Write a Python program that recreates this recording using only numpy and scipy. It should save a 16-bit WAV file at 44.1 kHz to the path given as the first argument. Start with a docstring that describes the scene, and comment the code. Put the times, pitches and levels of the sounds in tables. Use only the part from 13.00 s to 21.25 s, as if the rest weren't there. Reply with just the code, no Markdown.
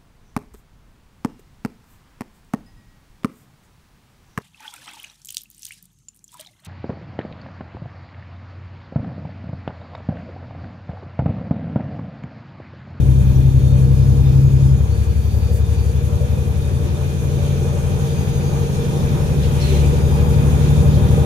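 """A six-cylinder diesel slowly gains speed, heard by two microphones in the rear seats of a double-decker.
Its four-stroke cycle is a comb of low sine orders that boom in the saloon; order 12 drops, then builds.
Gear teeth and the turbocharger whine faintly as sines that waver differently at each microphone.
Road rumble, block roar and hiss are coloured noise; panels hum as narrow bands of noise.
Taps set loose trim ringing, and now and then short bands of noise puff and buzz."""
import sys
import numpy as np
from scipy import signal
from scipy.fft import rfft, irfft, next_fast_len
from scipy.io import wavfile

SR = 44100
rng = np.random.default_rng(int(sys.argv[2]) if len(sys.argv) > 2 else 0)


def waveform_to_disk(signal):
    """Save audio, clipped to [-1, 1], as 16-bit WAV at the path in sys.argv[1]."""
    frames = np.transpose(np.atleast_2d(signal))
    scaled = np.clip(frames, -1, 1) * 32767
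    samples = np.round(scaled).astype(np.int16)
    wavfile.write(sys.argv[1], SR, samples)


N = 363825


def from_db(db):
    """Decibels to amplitude gain."""
    return np.exp(np.asarray(db) * (np.log(10) / 20))


def in_time(rows):
    """Table columns joined by straight lines, one value a sample."""
    s, *columns = np.transpose(rows)
    return [np.interp(np.arange(N) / SR, s, column) for column in columns]


def at_hz(points, hz):
    """Spectrum table read on a log-frequency axis."""
    table_hz, values = np.array(points).T
    return np.interp(np.log(hz), np.log(table_hz), values)


def drift(rate_hz):
    """Slow chance of spread 1: noise at every 40th sample through a double one-pole low-pass."""
    r = np.exp(-2 * np.pi * rate_hz * 40 / SR)
    slow = signal.lfilter([1], [1, -2 * r, r * r], rng.standard_normal(N // 40 + 2002))
    slow = slow[2000:]   # the filter has settled
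    return np.interp(np.arange(N) / 40, np.arange(len(slow)), slow / slow.std())


# Balance of the two microphones. Each row: frequency in Hz, left minus right in dB.
BALANCE_DB = [(30, 11), (65, 3.5), (100, 7), (128, 4.5), (148, -1), (175, -7), (270, -2.5), (350, 2.5),
              (700, -0.5), (1290, -1), (2400, 1), (4400, -3), (8100, 2.5), (15000, -0.5)]
# Phase lag of the left microphone behind the right. Each row: frequency in Hz, lag in radians.
LEFT_LAG = [(30, 0.98), (130, 0.49), (300, 1), (500, 0.017), (15000, 0.08)]
HALF_EACH = np.array([[.5], [-.5]])   # left and right share a difference equally


def tone(turns, first_hz, last_hz):
    """A sine of rms 1 as the two microphones get it; balance and lag slide with its pitch."""
    balance_db, lag = (np.linspace(at_hz(table, first_hz), at_hz(table, last_hz), len(turns))
                       for table in (BALANCE_DB, LEFT_LAG))
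    return np.sqrt(2) * from_db(HALF_EACH * balance_db) * np.cos(2 * np.pi * turns - HALF_EACH * lag)


BOOM_DB, BOOM_BUILDS_DB_PER_S = -14, 2
DROP_AT_S, DROP_TAKES_S, DROP_DB = 1.708, 0.2, 15


def boom_level():
    """The boom, order 12, in dB: it holds, drops away and slowly builds again."""
    since_drop_s = np.arange(N) / SR - DROP_AT_S
    drop_db = DROP_DB * np.clip(since_drop_s / DROP_TAKES_S, 0, 1)
    return BOOM_DB - drop_db + BOOM_BUILDS_DB_PER_S * np.maximum(since_drop_s - DROP_TAKES_S, 0)


# Orders 6, 7 and 9 sink and come back, while order 8 swells and fades.
# Each row: time in seconds, then the levels in dB of the firing order 6 and of orders 7, 8 and 9.
FIRING = [(0.0, -14.5, -23, -37, -22.5), (.75, -16, -21, -40, -21.5), (1.5, -18.5, -22, -45, -22),
          (2.85, -19, -21, -39, -23), (3.5, -24, -22, -35, -27.5), (4.6, -31, -24, -28, -34),
          (5.75, -33, -27.5, -27.5, -43), (6.25, -25, -30, -29, -32), (6.75, -18, -27, -32, -28),
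          (7.3, -17.5, -25, -33, -25), (8.25, -17.5, -20, -40, -20)]
# The other orders of the four-stroke cycle. Each row: order, level in dB, share of the firing swell,
# share of the boom swell, dB gained per cycle per second of engine speed.
ORDERS_WEAK = [(5, -38, .27, .1, 9.7), (10, -33, .75, .12, 5.2), (11, -30, 0, .55, 1.1),
               (13, -36.5, -.1, .8, -10), (14, -37.5, -.3, .5, 11), (15, -40.5, .38, .6, 4),
               (16, -36, -.1, .37, 7.5), (17, -48, .1, .6, 0), (18, -35.5, .25, .35, 0),
               (19, -48, -.3, .8, -6), (20, -44.5, -.3, .3, 20), (21, -53, 0, .5, 0), (22, -53, 0, .5, 0),
               (23, -51, 0, .5, 0), (25, -53, 0, .5, 0), (27, -52, 0, .5, 0), (31, -50, 0, .5, 3),
               (34, -52, 0, .5, 3), (24, -48, .5, .85, -2), (29, -52, -.3, .8, 11.7), (30, -45, .2, .6, 3),
               (36, -46.5, -.3, .4, 3), (39, -47, -.3, 0, 8), (66, -58, .2, -.1, 10.8)]
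# One cylinder fires hardest: where in the cycle, in turns, orders 6 and 7 swing together.
# The other orders arrive spread over the cycle, and all stray by chance.
STRONG_STROKE_AT, SPREAD_TURNS, STRAY_TURNS = .17, .1, .05
UPPER_WAVER_DB = 1.5   # for orders above the boom
SLOW_TURNS = .02       # slow slide of phase, per 6 orders


def engine_orders(per_s, boom_db, waver_db, waver_turns):
    """Each order is a sine locked to the engine cycle, wavering in level and phase."""
    firing_db, seventh_db, eighth_db, ninth_db = in_time(FIRING)
    cycles = np.cumsum(per_s) / SR
    swells = [curve - curve.mean() for curve in (firing_db, boom_db, per_s)]
    levels_db = {6: firing_db, 7: seventh_db, 8: eighth_db, 9: ninth_db, 12: boom_db}
    for order, db, *shares in ORDERS_WEAK:
        levels_db[order] = db + sum(share * swell for share, swell in zip(shares, swells))
    low = 0
    for order, db in levels_db.items():
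        order_waver_db = UPPER_WAVER_DB if order > 12 else waver_db
        gain = from_db(db + order_waver_db * drift(3.0))
        arrival = SPREAD_TURNS * (order - 6.5) ** 2 + STRAY_TURNS * rng.standard_normal()
        slide = order / 6 * (waver_turns * drift(3.7) + SLOW_TURNS * drift(.3))
        turns = order * (cycles - STRONG_STROKE_AT) + arrival + slide
        # all orders are low, so every 8th sample is enough
        low = low + gain[::8] * tone(turns[::8], order * per_s[0], order * per_s[-1])
    return signal.resample_poly(low, 8, 1, axis=1)[:, :N]


MESH_PER_CYCLE, MESH_HARMONICS = 50.1, (8, 9, 10, 11, 12)   # gear teeth met per engine cycle
MESH_DB = -69.5   # each gear harmonic between swells
# A gear harmonic swells out of the hiss.
# Each row: centre in seconds, half length in seconds, harmonic number, peak in dB.
MESH_SWELLS = [(1.0, .9, 8, -62), (.72, .12, 8, -63), (2.1, .22, 8, -57), (2.44, .16, 8, -53),
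               (2.8, 0.13, 8, -57), (3.15, .1, 8, -64), (3.7, .1, 8, -59), (5.31, .24, 8, -55),
               (7.1, 0.33, 8, -56), (7.85, 0.13, 8, -59), (1.33, .45, 9, -60.5), (6.05, 0.33, 9, -55),
               (4.5, .3, 10, -63), (5.75, .5, 10, -60), (4.5, .5, 11, -56), (5.4, .4, 11, -49),
               (6.0, .2, 11, -55), (6.9, 0.2, 11, -54), (7.6, .45, 11, -57), (.6, 0.1, 12, -60),
               (1.5, 0.49, 12, -59), (2.9, 0.3, 12, -58), (4.5, 0.28, 12, -63)]
FAINT_ORDER = 432.5   # a fainter whine between gear harmonics 8 and 9, in turns per engine cycle
# Swells of that fainter whine. Each row: centre in seconds, half length in seconds, peak in dB.
FAINT_SWELLS = [(1.02, .16, -63), (1.45, .15, -67), (2.5, .35, -61)]
# Pitch of the turbocharger whistle. Each row: time in seconds, frequency in Hz.
TURBO_HZ = [(0.0, 11950), (.2, 11895), (0.55, 11910), (.85, 12040), (1.4, 12000), (1.9, 12120),
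            (2.6, 12135), (3.15, 12280), (3.8, 12250), (4.3, 12275), (5.0, 12360), (5.9, 12380),
            (6.4, 12420), (7.2, 12440), (8.25, 12505)]
# The whistle throbs about once a second and the throb flattens with time.
TURBO_DB, THROB_DB = -62.5, 8
THROB_FIRST_S, THROB_PERIOD_S, THROB_FADE_S = 0.35, 0.98, 8


def whines(per_s, flicker_db, jitter_turns):
    """Gear-mesh harmonics and turbocharger: sines that break up separately at each microphone."""
    t = np.arange(N) / SR
    lines = []   # pitch in Hz and gain of each whine
    for k in MESH_HARMONICS:
        swells = sum(from_db(db) * np.exp(-((t - s) / half) ** 8)
                     for s, half, harmonic, db in MESH_SWELLS if harmonic == k)
        lines.append((k * MESH_PER_CYCLE * per_s, from_db(MESH_DB) + swells))
    faint = sum(from_db(db) * np.exp(-((t - s) / half) ** 4) for s, half, db in FAINT_SWELLS)
    lines.append((FAINT_ORDER * per_s, faint))
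    throb = np.exp(-t / THROB_FADE_S) * np.cos(2 * np.pi * (t - THROB_FIRST_S) / THROB_PERIOD_S)
    lines.append((in_time(TURBO_HZ)[0], from_db(TURBO_DB + THROB_DB * throb)))
    out = np.zeros((2, N))
    for hz, gain in lines:
        shared_turns = np.cumsum(hz) / SR + rng.random() + jitter_turns * drift(11.0)
        for microphone, offset_turns in zip(out, (0, 1 / 4)):
            turns = shared_turns + offset_turns + jitter_turns / 2 * drift(4.5)
            flicker = from_db(flicker_db * drift(16.0))
            microphone += np.sqrt(2) * gain * flicker * np.cos(2 * np.pi * turns)
    return out


# How alike the noise is at the two microphones.
# Each row: frequency in Hz, likeness from -1 (opposite) to 1 (the same).
LIKENESS = [(30, 0.95), (130, 0.87), (290, 0.99), (640, 0.46), (1400, -0.32), (3000, 0.068),
            (15000, -0.056)]


def stereo_white():
    """Frequencies and the two channels' spectra of noise with the saloon's likeness, balance and lag."""
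    size = next_fast_len(N)
    hz = np.maximum(np.arange(size // 2 + 1) * SR / size, 1)
    mid, side = rfft(rng.standard_normal((2, size)))
    alike = np.clip(at_hz(LIKENESS, hz), -1, 1)
    pair = np.sqrt(1 + alike) * mid + np.sqrt(1 - alike) * side * 2 * HALF_EACH
    balance = from_db(HALF_EACH * at_hz(BALANCE_DB, hz))
    return hz, pair * balance * np.exp(-1j * HALF_EACH * at_hz(LEFT_LAG, hz))


def mid_rms_one(x):
    """Scaled so that the mean of both channels has rms 1."""
    return x / np.sqrt(np.mean(x.mean(axis=0) ** 2))


# Panels colour the noise. Each row: frequency in Hz, width in Hz, lift (or dip, if negative) in dB.
PANELS = [(246, 6.3, 3.5), (840, 200, -2), (1651, 13, 8)]


def saloon_noise(spectrum, patchy_db):
    """Noise coloured by source and panels, in octave bands that each flicker a little."""
    hz, pair = stereo_white()
    panels_db = sum(db / (1 + (2 * (hz - f) / width) ** 2) for f, width, db in PANELS)
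    pair = pair * from_db(at_hz(spectrum, hz) + panels_db)
    octave = np.log2(hz)
    lowest, highest = np.log2(spectrum[0][0]), np.log2(spectrum[-1][0])
    out = 0
    for centre in np.arange(np.floor(lowest), highest + 1):
        # neighbouring bands add up to one
        band = np.cos(np.pi / 2 * np.clip(octave - centre, -1, 1)) ** 2
        sound = irfft(pair * band, next_fast_len(N))[:, :N]
        out = out + from_db(patchy_db * drift(12.6)) * sound
    return mid_rms_one(out)


# Spectrum of the road under the floor. Each row: frequency in Hz, relative level in dB per Hz.
RUMBLE = [(15, -22), (25, -11), (38, -4), (50, -5.5), (70, -4), (110, -4), (150, -4), (200, -16.5),
          (300, -18.5), (500, -30)]
RUMBLE_DB, RUMBLE_LUMPS_DB = -25.3, 1.5   # mean level, spread of its slow wander
RUMBLE_FOLLOWS = 0.33   # share of the boom swell


def road_rumble(boom_swell_db):
    """Low road noise that wanders slowly and partly follows the boom."""
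    level_db = RUMBLE_DB + RUMBLE_FOLLOWS * boom_swell_db + RUMBLE_LUMPS_DB * drift(0.53)
    return from_db(level_db) * saloon_noise(RUMBLE, patchy_db=0.5)


# Spectrum of the hiss in the saloon. Each row: frequency in Hz, relative level in dB per Hz.
HISS = [(880, -7), (1500, -0.5), (2130, -5.5), (2440, 0.5), (2880, -4.5), (3540, -4.5), (4100, -6),
        (4560, -8), (5030, -9.5), (6680, -4), (7730, -13), (9310, -7), (12400, -10.5), (15500, -22)]
HISS_DB, HISS_GAINS_DB = -46.5, 9


def hiss(built):
    """High noise that grows with the build-up."""
    return from_db(HISS_DB + HISS_GAINS_DB * built) * saloon_noise(HISS, patchy_db=1.4)


def narrow(hz, pair, centre_hz, width_hz):
    """A narrow resonant band of the noise, with the mean of both channels at rms 1."""
    resonance = 1 / (1 + (2 * (hz - centre_hz) / width_hz) ** 2)
    return mid_rms_one(irfft(pair * resonance, next_fast_len(N))[:, :N])


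# Humming fittings. Each row: frequency in Hz, width in Hz, level in dB relative to the roar.
HUM = [(2363, 56, -30.5), (2471, 38, -27), (3218, 73, -27), (3505, 53, -29), (3637, 54, -25)]


def panel_hum(surge_db):
    """Fittings ring on narrow bands of noise and surge unevenly."""
    hz, pair = stereo_white()
    return sum(from_db(db + surge_db * drift(4.0)) * narrow(hz, pair, centre_hz, width_hz)
               for centre_hz, width_hz, db in HUM)


# Ringing modes of the loose trim. Each row: frequency in Hz, level in dB, time to fall 60 dB in seconds.
TRIM = [(650, -2, .07), (735, -3, .07), (786.6, 2, 0.12), (858, -0.5, .1), (930, -1, .12), (1019, -4, .1),
        (1164, -6.5, 0.11), (1246, -7, 0.092), (1450, -9, .08)]
# Gusts of rattle. Each row: time in seconds, level in dB relative to the roar.
RATTLE_GUSTS = [(0.0, -13.5), (4.5, -14.5), (4.9, -12.5), (5.4, -13.5), (5.8, -12), (6.4, -12.5),
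                (7.2, -11), (7.6, -12.5), (8.25, -11)]
RATTLE_PER_S, RATTLE_CLUMPS_DB = 160, 2.5   # typical taps per second, spread of that rate
RATTLE_UNEVEN_DB = 3.5   # mean rise of a tap above the smallest, before the cap


def trim_rattle():
    """Uneven taps in clumps, drawn apart for each microphone, set the trim ringing."""
    rise_db = RATTLE_UNEVEN_DB * np.minimum(rng.exponential(1, (2, N)), 5)
    sizes = from_db(rise_db) * rng.choice([-1, 1], (2, N))
    rate_per_s = RATTLE_PER_S * from_db(RATTLE_CLUMPS_DB * drift(5.0))
    taps = sizes * (rng.random((2, N)) < rate_per_s / SR) + 1e-18   # never quite zero
    out = 0
    for hz, db, t60 in TRIM:
        r, w = from_db(-60 / (t60 * SR)), 2 * np.pi * hz / SR
        delayed = np.roll(taps, rng.integers(SR // 20), axis=1)
        ringing = signal.lfilter([0, np.sin(w)], [1, -2 * r * np.cos(w), r * r], delayed)
        out = out + from_db(db) * ringing
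    return from_db(in_time(RATTLE_GUSTS)[0]) * mid_rms_one(out)


# Spectrum of the engine block. Each row: frequency in Hz, relative level in dB per Hz.
ROAR = [(130, -1), (220, -4.5), (301, -12), (370, -3.5), (465, -4), (534, -8.5), (586, -12), (660, -15.5),
        (802, -13.5), (980, -16.5), (2000, -29), (2600, -42), (4400, -120)]
ROAR_DB, ROAR_GAINS_DB = -36.5, 11.5
ROAR_FOLLOWS = 0.053   # share of the boom swell


def block_roar(boom_swell_db, built):
    """Block noise grows with the build-up, and humming fittings and trim rattle rise with it."""
    level_db = ROAR_DB + ROAR_GAINS_DB * built + ROAR_FOLLOWS * boom_swell_db
    return from_db(level_db) * (saloon_noise(ROAR, patchy_db=2.0) + panel_hum(surge_db=2.5) + trim_rattle())


# Two floor panels. Each row: frequency in Hz, width in Hz.
FLOOR_PANELS = [(471, 27), (580.7, 40)]
# How loud they hum. Each row: time in seconds, lower panel in dB, upper panel in dB.
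FLOOR_HUM = [(0.0, -50, -48), (.5, -50, -48), (.75, -39, -44), (1.3, -39, -50), (1.6, -43.5, -48.5),
             (2.0, -39, -48), (2.3, -47, -54), (2.5, -42, -45), (2.8, -41, -51), (3.25, -36.5, -43),
             (3.5, -38, -49), (3.9, -38, -41), (4.1, -38, -49), (4.3, -36, -43), (4.5, -40, -45),
             (4.75, -36, -39), (5.2, -37, -45), (5.8, -33, -45), (6.1, -37, -42), (6.3, -33, -42),
             (6.55, -38, -41), (7.05, -31, -40), (7.6, -34, -42), (8.0, -31, -39), (8.25, -33, -36)]


def floor_hum(surge_db):
    """Two floor panels hum on narrow bands of noise, each with its own swelling level."""
    hz, pair = stereo_white()
    return sum(from_db(db + surge_db * drift(7.0)) * narrow(hz, pair, centre_hz, width_hz)
               for (centre_hz, width_hz), db in zip(FLOOR_PANELS, in_time(FLOOR_HUM)))


# Short puffs and buzzes. Each row: peak time in seconds, rise in seconds, fall in seconds,
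# centre in Hz, width in octaves, peak in dB.
BURSTS = [(2.55, .03, 0.054, 10300, 0.98, -46), (3.87, 0.049, .06, 283, 0.11, -35),
          (3.87, 0.033, 0.081, 380, 0.12, -30), (3.21, .02, 0.065, 510, 0.32, -32.5),
          (3.36, .02, .03, 520, 0.28, -34), (.36, .004, .014, 5900, .04, -52),
          (6.61, .01, .03, 4600, .5, -42), (6.74, 0.043, .07, 6100, .12, -45.5),
          (6.85, .015, .02, 2450, .06, -44), (4.45, 0.031, 0.099, 2900, 0.72, -46.5),
          (6.44, .02, 0.043, 3000, 0.91, -42), (6.625, 0.012, 0.066, 4200, 0.075, -40),
          (6.7, .03, 0.04, 4030, 0.07, -44.5), (6.76, .03, 0.06, 4100, 0.09, -45),
          (6.615, 0.012, 0.04, 5560, .04, -47), (6.64, 0.063, 0.27, 6900, 1, -44.5),
          (6.7, 0.16, 0.19, 2600, 0.74, -39.5), (6.7, 0.038, 0.083, 390, 0.063, -27.5)]


def bursts():
    """Short puffs and buzzes: each is a band of noise that swells and dies."""
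    size = 2 ** 16   # about a second and a half, the peak a quarter of the way in
    white = irfft(stereo_white()[1], next_fast_len(N))
    out = np.zeros((2, N + size))
    hz = np.maximum(np.arange(size // 2 + 1) * SR / size, 1)
    t = (np.arange(size) - size // 4) / SR
    for s, rise, fall, centre_hz, octaves, peak_db in BURSTS:
        first = int(s * SR)
        noise = white[:, rng.integers(N - size):][:, :size]
        band = irfft(rfft(noise) * np.exp(-(np.log2(hz / centre_hz) / octaves) ** 2), size)
        swell = np.exp(-(t / np.where(t < 0, rise, fall)) ** 2)
        out[:, first:first + size] += from_db(peak_db) * swell * mid_rms_one(band)
    return out[:, size // 4:][:, :N]


# Engine speed. Each row: time in seconds, four-stroke cycles per second.
SPEED = [(0.0, 10.885), (2.75, 11.392), (3.85, 11.574), (5.5, 11.84), (6.9, 12.055), (8.25, 12.289)]
BUILD_FROM_S, BUILD_EASES_S = 2.48, 4.53   # the build-up starts here, then levels off at this pace


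def scene():
    """Engine orders and whines over rumble, hiss, roar and floor hum, with short bursts."""
    per_s, = in_time(SPEED)
    boom_db = boom_level()
    boom_swell_db = boom_db - boom_db.mean()
    built = 1 - np.exp(-np.maximum(np.arange(N) / SR - BUILD_FROM_S, 0) / BUILD_EASES_S)
    engine = engine_orders(per_s, boom_db, waver_db=1.1, waver_turns=0.012)
    whine = whines(per_s, flicker_db=2.6, jitter_turns=0.07)
    beds = road_rumble(boom_swell_db) + hiss(built) + block_roar(boom_swell_db, built)
    return engine + whine + beds + floor_hum(surge_db=1.0) + bursts()


CUTOFF_HZ = 15620


def record(dry):
    """The sound fades in over 2 ms, the highest peaks are rounded, the top is cut."""
    dry = dry * np.minimum(np.arange(N) / (.002 * SR), 1)
    rounded = dry / (1 + np.abs(dry / .95) ** 6) ** (1 / 6)
    top_cut = signal.ellip(10, .5, 70, CUTOFF_HZ, fs=SR, output="sos")
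    return signal.sosfilt(top_cut, rounded)


dry = scene()
out = record(dry)
waveform_to_disk(out)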